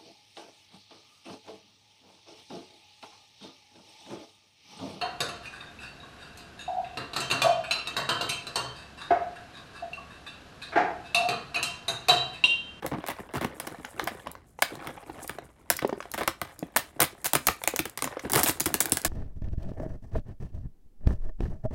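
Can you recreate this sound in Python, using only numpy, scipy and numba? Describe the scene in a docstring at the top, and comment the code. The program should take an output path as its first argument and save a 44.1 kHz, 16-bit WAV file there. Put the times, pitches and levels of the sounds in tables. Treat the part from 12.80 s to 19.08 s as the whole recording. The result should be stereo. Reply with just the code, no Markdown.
"""A foil packet is pulled from a carton, turned in the fingers and torn open close to a stereo phone.
Each crease buckles in a short run of slips: a bright crack, a ring of the sheet, then a puff of the air
in the bag. The hollow pouch pops under the fingers and countless small creases rustle in between,
in a small dry room over a low hum."""
import sys
import numpy as np
from scipy import signal
from scipy.fft import rfft, irfft
from scipy.io import wavfile
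from numba import njit

SR = 44100
rng = np.random.default_rng(int(sys.argv[2]) if len(sys.argv) > 2 else 0)


def dump_mix(stems):
    """Bounce the given channels to the path in sys.argv[1] as a 16-bit WAV at rate SR."""
    frames = np.atleast_2d(stems).T  # one column per channel
    limited = np.clip(frames, -1, 1)  # hard clip at full scale
    pcm = np.round(limited * 32767).astype(np.int16)
    wavfile.write(sys.argv[1], SR, pcm)


N = 276948

# Modes of the air in the bag, the foil sheet and a crease.
# Each row: frequency in Hz, energy share in dB, seconds to fade 60 dB.
BAG = [(80, -5, 0.14), (143.5, -3, 0.1), (205, -7, 0.074), (260.8, 1, 0.065), (317.6, 3, 0.056),
       (424, -1, 0.029)]
SHEET = [(525, 0, 0.031), (711, 1.6, 0.026), (925, -2.5, 0.019), (1137, -1.5, 0.017), (1644, -1, 0.017),
         (2153, -0.14, 0.01), (2918, 0.5, 0.007), (3797, 4.5, 0.004), (5280, 5.5, 0.003)]
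CREASE = [(4500, -4, .002), (6300, -5, .0017), (8200, -1, .0017), (10000, 0, .0015), (12300, -1, .0012),
          (15000, 0, .0012)]


def snaps(slips_per_ms, scatter_db, settle_ms, settle_db, max_slips, settle_slips):
    """Creases buckle in runs of slips that crack, ring and puff; weaker slips follow as the foil settles."""
    # Each row: start in seconds, length in ms, sheet energy in dB, crack and puff in dB over the sheet.
    buckles = [(.024, 9.2, -35.5, -20, -6), (0.044, 14.6, -29, -63, -1.5), (0.063, 1.52, -33.5, 2, -3),
               (0.114, 34, -27, -36, 3), (.264, 13.3, -34.5, -0.5, -17), (0.284, 23.8, -26, -7, -8),
               (.537, 34, -26, -11, 2.5), (.61, 37.5, -27, -12, 1), (.645, 2.2, -28.5, -10, 4),
               (.799, 2.2, -31.5, 0, -16), (.869, 4.66, -31.5, -4, -5.5), (1.195, 1.05, -25, -15, -39),
               (1.272, 9.05, -25, -9, -22), (1.821, 3.03, -19, 0, -15.5), (2.071, 3.37, -31.5, -11.5, -4),
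               (2.494, 3.13, -31, -6.5, -3.5), (2.901, 1.03, -20, 6, -12), (3.02, 4.44, -29, -18.5, 0.5),
               (3.338, 5.87, -29, -5, -7), (3.377, 26.2, -26.5, -8, -6), (3.408, 9.4, -27, -17, -5),
               (3.433, 0.99, -32, -5.5, -8), (3.476, 1.3, -22.5, -1, -8), (3.615, 0.91, -25.5, -5, -8.5),
               (3.65, 60, -41, -13, -17), (3.961, 11.3, -17, -1.5, -15), (4.202, 26.8, -15.5, 3.5, -8),
               (4.444, 10.5, -29.5, 6.5, -18), (4.457, 7.17, -26.5, 5, -15.5),
               (4.533, 2.15, -23.5, 6.5, -7), (4.551, 3.96, -18, -0.5, -7.5), (4.669, 4.35, -21.5, 8, -9.5),
               (4.684, 2.62, -16, -16, -10), (4.837, 2.24, -30.5, 0.5, -15), (4.875, 0.88, -23, 3.5, -15),
               (4.961, 1.12, -30, 6.5, -39), (4.991, 0.98, -26.5, 5, -0.5), (5.054, 1.98, -31.5, -2, -2),
               (5.174, 5.13, -33, 3.5, -11), (5.222, 1.23, -26, 2, -5.5), (5.242, 1.085, -28, 3, -17),
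               (5.498, 7.6, -31.5, 1, -4), (5.533, 1.34, -23.5, 5.5, -2.5), (5.545, 49.8, -17, 2, -2.5),
               (5.632, 6.5, -25.5, 11, -4.5), (5.66, 17.7, -24, 0, -26), (5.684, 12.15, -23.5, 8, -4),
               (5.799, 8.2, -30.5, 14.5, 1), (5.858, 7.7, -26, 6, 1), (5.941, 1.09, -23.5, 6, -3.5),
               (6.004, 6.32, -25, 11.5, -6.5), (6.056, 1.08, -30, 4.5, -10), (6.12, 2.01, -25.5, 11, -1.5),
               (6.17, 2.1, -27.5, 5, -13.5), (6.248, 6.1, -23, 5.5, -2)]
    s, ms, db, crack_db, puff_db = np.transpose(buckles)
    ring_hz = 1383 * 2 ** (.03 * crack_db - .015 * puff_db)  # crisper rings higher, puffier lower
    when, size = np.moveaxis(rng.random((len(s), max_slips + settle_slips, 2)), 2, 0)
    when[:, 0], size[:, 0] = 0, .3  # a light slip leads
    when[:, 2], size[:, 2] = np.minimum(.8 / ms, .6), .93  # a firm one follows
    when[:, 1] = 1  # another closes the run
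    late_ms = when * ms[:, None]
    # a longer snap shares its energy among more slips
    used = np.clip(3 + slips_per_ms * ms[:, None] - np.arange(max_slips + settle_slips), 0, 1)
    energy = used * undb(-2 * scatter_db * np.log(1 - size))
    energy /= energy.sum(axis=1, keepdims=True)
    # settling slips thin out and weaken with time
    remaining = 1 - when[:, max_slips:]
    late_ms[:, max_slips:] = ms[:, None] - settle_ms * np.log(remaining)
    energy[:, max_slips:] = undb(2 * settle_db) * size[:, max_slips:] * remaining
    snap, slip = np.nonzero(energy)
    slip_s = s[snap] + late_ms[snap, slip] / 1000
    slip_db = db[snap] + 10 * np.log10(energy[snap, slip])
    main = slip < max_slips
    crack = ring(CREASE, slip_s + .00033, slip_db + crack_db[snap],
                 push_s=.000074, colour_db=4.7, detune=.1, spread=.16)
    sheet = ring(SHEET, slip_s + .0005, slip_db,
                 push_s=.000091, colour_db=3, detune=.079, spread=.68, centre_hz=ring_hz[snap], octaves=1.43)
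    puff = ring(BAG, slip_s[main] + .0022, (slip_db + puff_db[snap])[main],
                push_s=.0013, colour_db=1.75, detune=.091, spread=.15)
    return crack + sheet + puff


def pouch_pops():
    """The hollow pouch rings under a finger or a hard snap; higher pops have a crisper edge."""
    # Each row: start in seconds, energy in dB, pitch in Hz.
    knocks = [(.184, -29.5, 320), (.24, -31.5, 710), (.392, -35.5, 417), (.58, -34, 1392),
              (1.048, -29, 1560), (1.47, -29, 1074), (1.552, -39.5, 1010), (1.789, -34.5, 899),
              (1.824, -13, 1580), (2.095, -36.5, 517), (2.297, -33.5, 783.4), (2.585, -30.5, 672),
              (2.902, -20.5, 1002), (2.99, -25, 2070), (3.047, -18, 400), (3.093, -26, 522),
              (3.127, -24, 405), (3.176, -37, 370), (3.204, -30, 1110), (3.226, -35.5, 1598),
              (3.255, -38.5, 686), (3.479, -19.5, 1145), (3.827, -25.5, 296), (4.162, -38.5, 271.7),
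              (4.195, -30, 699.3), (4.817, -36, 928.2), (4.877, -26, 559.2), (4.938, -28, 501.2),
              (4.991, -20.5, 2440), (5.19, -33.5, 2150), (5.243, -28, 1661), (5.275, -27.5, 1060),
              (5.369, -28, 519), (5.394, -32.5, 2160), (5.454, -35.5, 378), (5.903, -34, 724)]
    # Each row: multiple of the pitch, energy share in dB, cycles to fade 60 dB.
    pouch_modes = [(.55, -9.5, 13), (1, -1.5, 14), (1.5, -6.5, 9.5), (2.2, -6.5, 8)]
    s, db, hz = np.transpose(knocks)
    body = ring(pouch_modes, s, db,
                push_s=.00066, colour_db=1.46, detune=.032, spread=.24, pitch=hz[:, None])
    s, db, hz = np.repeat(knocks, 3, axis=0).T  # three quick slips to an edge
    edge_db = db - 11.5 + 5.1 * np.log2(hz / 1383)
    edge = ring(SHEET[4:] + CREASE, s + .0043 * rng.random(len(s)), edge_db,
                push_s=.00026, colour_db=1.8, detune=.16, spread=.3, centre_hz=2 * hz, octaves=2)
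    return body + edge


def crease_ticks():
    """Lone thin ticks of a crease edge, each split into three quick slips."""
    # Each row: start in seconds, energy in dB.
    ticks = [(1.241, -34.5), (1.514, -33.5), (2.476, -30.5), (2.967, -23.5), (3.075, -39), (3.316, -29),
             (3.79, -36), (3.97, -11), (4.469, -22), (5.096, -37), (5.518, -18.5), (6.095, -30),
             (6.215, -32)]
    s, db = np.repeat(ticks, 3, axis=0).T
    return ring(CREASE, s + .003 * rng.random(len(s)), db - 10 * np.log10(3),
                push_s=.0002, colour_db=2, detune=.1, spread=.3)


def rustle():
    """Skin rubs the foil in a fine hiss, small creases tick and ring, the bag rumbles along."""
    s, _, treble_db = small_slips(per_s=1200, scatter_db=1.3, patchy_db=5.9)
    rub = ring(CREASE, s, treble_db - 10, push_s=.0001, colour_db=2.4, detune=.14, spread=.26,
               centre_hz=np.full(len(s), 8200.), octaves=.46)
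    s, sheet_db, treble_db = small_slips(per_s=400, scatter_db=4.25, patchy_db=2.4)
    ticks = ring(CREASE, s[::20], treble_db[::20] - 1, push_s=.00024, colour_db=4.9, detune=.2, spread=.26)
    sheet = ring(SHEET, s, sheet_db - 11, push_s=.0006, colour_db=5, detune=.1, spread=.7,
                 centre_hz=np.full(len(s), 950.), octaves=1.8)
    rumble = ring(BAG, s[::8], sheet_db[::8] - 3.5, push_s=.0021, colour_db=5.4, detune=.15, spread=.15)
    return rub + ticks + sheet + rumble


def small_slips(per_s, scatter_db, patchy_db):
    """Times, sheet levels and treble levels of random slips: mostly faint, coming in patches."""
    # Each row: time in seconds, base level of the sheet rustle in dB, of the treble rustle in dB.
    handling = [(0, -63, -76), (.04, -45.5, -61.5), (0.56, -48.5, -64.5), (1.38, -44.5, -58),
                (1.55, -53, -79), (1.78, -80, -76), (1.9, -43, -54.5), (2.3, -48.5, -65.5),
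                (2.44, -45.5, -57), (2.68, -60, -70.5), (3.5, -54.5, -66), (3.67, -57.5, -62.5),
                (4.34, -54.5, -67), (4.69, -52, -49), (5.11, -56, -68), (5.27, -42.5, -54),
                (5.51, -44, -66), (5.58, -25, -31), (5.74, -46, -50), (6.28, -43.5, -82)]
    t, *curves = np.transpose(handling)
    when, size = rng.random((int(per_s * N / SR), 2)).T
    patches = np.interp(when, np.linspace(0, 1, 200), rng.standard_normal(200))
    swing_db = patchy_db * patches - scatter_db * np.log(1 - size * .975)
    s = when * N / SR
    return [s] + [np.interp(s, t, curve) + swing_db for curve in curves]


def ring(modes, s, db, push_s, colour_db, detune, spread, centre_hz=None, octaves=1., pitch=None):
    """Slips at times s shake the modes; the foil keeps changing shape, so each has its own tone."""
    # Each row: frequency in Hz, lead of the left microphone in radians.
    left_lead = [(300, .2), (1700, .5), (3300, 2.), (5200, 2.2), (8000, .9), (11000, .1)]
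    # Each row: frequency in Hz, left over right in dB.
    left_tilt = [(100, 2), (800, 4), (12000, 2)]
    # Where the hands hold the packet. Each row: time in seconds, left over right in dB.
    hand_pan = [(0, -3), (1.4, 0), (5, -1), (6.28, -1.5)]
    mode_hz, share_db, t60 = np.transpose(modes)
    colour, tune, phase, place = np.moveaxis(rng.standard_normal((len(s), len(modes), 4)), 2, 0)
    share_db = share_db + colour_db * colour
    if centre_hz is not None:  # favour the modes near this frequency
        share_db -= 6 * (np.log2(mode_hz / centre_hz[:, None]) / octaves) ** 2
    share = undb(share_db) / np.sqrt((undb(share_db) ** 2).sum(axis=1, keepdims=True))
    if pitch is not None:  # modes given as multiples and cycles
        mode_hz = mode_hz * pitch
        t60 = t60 / mode_hz
    hz = np.minimum(mode_hz * np.exp(detune * tune), .4 * SR)
    fade = np.log(1000) / (t60 * SR)
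    size = undb(db)[:, None] * share * np.sqrt(4 * fade * SR / 100) * np.exp(2j * phase)
    pan_db = on_log(left_tilt, hz) + np.interp(s, *np.transpose(hand_pan))[:, None]
    stereo = np.exp(.5j * (on_log(left_lead, hz) + spread * place)) * undb(pan_db / 2)
    at = np.repeat(np.clip(s * SR, 0, N - 1).astype(int), len(modes))
    pole = np.exp(2j * np.pi * hz / SR - fade)
    length = np.broadcast_to(t60 * SR * 3 / 5, hz.shape).astype(int).ravel()
    push = np.exp(-1 / (push_s * SR))
    return grains(at, length, pole.ravel(), push, (size * stereo).ravel(), (size / stereo).ravel(), N)


@njit
def grains(at, length, pole, push, left, right, n):
    """Damped rings that swell over the push time, heard at both microphones."""
    out = np.zeros((2, n))
    for k in range(len(at)):
        z, rest = 1. + 0j, 1.
        for i in range(at[k], min(at[k] + length[k], n)):
            out[0, i] += (1 - rest) * (z * left[k]).imag
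            out[1, i] += (1 - rest) * (z * right[k]).imag
            z, rest = z * pole[k], rest * push + 1e-18
    return out


def room(dry, level_db):
    """Diffuse echoes of near walls, unrelated left and right; the mids linger longest."""
    # Each row: frequency in Hz, seconds to fade 60 dB.
    decay_times = [(200, 0.15), (2500, 0.25), (15000, 0.15)]
    hz, t, noise = signal.stft(rng.standard_normal((2, SR // 2)), SR, nperseg=128)
    decay = undb(-60 * t / on_log(decay_times, hz + 1)[:, None])
    tail = signal.istft(noise * decay, SR, nperseg=128)[1]
    tail *= np.clip(np.arange(tail.shape[1]) / SR / .0012, 0, 1)
    tail *= undb(level_db) / np.sqrt((tail ** 2).sum(axis=1, keepdims=True))
    return signal.fftconvolve(dry, tail, axes=1)[:, :N]


def hum(level_db):
    """Steady low room noise, narrow in the bass and wide in the treble."""
    # Each row: frequency in Hz, relative level in dB.
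    spectrum = [(30, 6), (66, 4), (666, -19), (6380, -42), (9970, -46), (16000, -86)]
    hz = np.maximum(np.arange(N // 2 + 1) * SR / N, 1)
    mid, side = rfft(rng.standard_normal((2, N))) * undb(on_log(spectrum, hz))
    width = np.clip(hz / 1500, .25, 1)
    out = irfft(mid + width * side * np.array([[1], [-1]]), N)
    return out * undb(level_db) / np.sqrt(np.mean(out ** 2))


def undb(db):
    """Gain of a level in dB."""
    return 10 ** (np.asarray(db) / 20)


def on_log(table, hz):
    """Read (Hz, value) points on a log-frequency axis."""
    points_hz, values = np.transpose(table)
    return np.interp(np.log(hz), np.log(points_hz), values)


def scene():
    """The packet up close, a little room around it, the hum underneath."""
    foil = snaps(slips_per_ms=.6, scatter_db=2.5, settle_ms=12, settle_db=-12.5,
                 max_slips=64, settle_slips=8)
    foil += pouch_pops() + crease_ticks() + rustle()
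    return foil + room(foil, level_db=-9) + hum(level_db=-56.5)


def record(dry):
    """The phone drops the deepest bass, rounds the loudest peaks and cuts the top."""
    low_cut = signal.butter(3, 45, "high", fs=SR, output="sos")
    high_cut = signal.ellip(10, .2, 90, 16000, fs=SR, output="sos")
    return signal.sosfilt(high_cut, np.tanh(signal.sosfilt(low_cut, dry)))


dry = scene()
out = record(dry)
dump_mix(out)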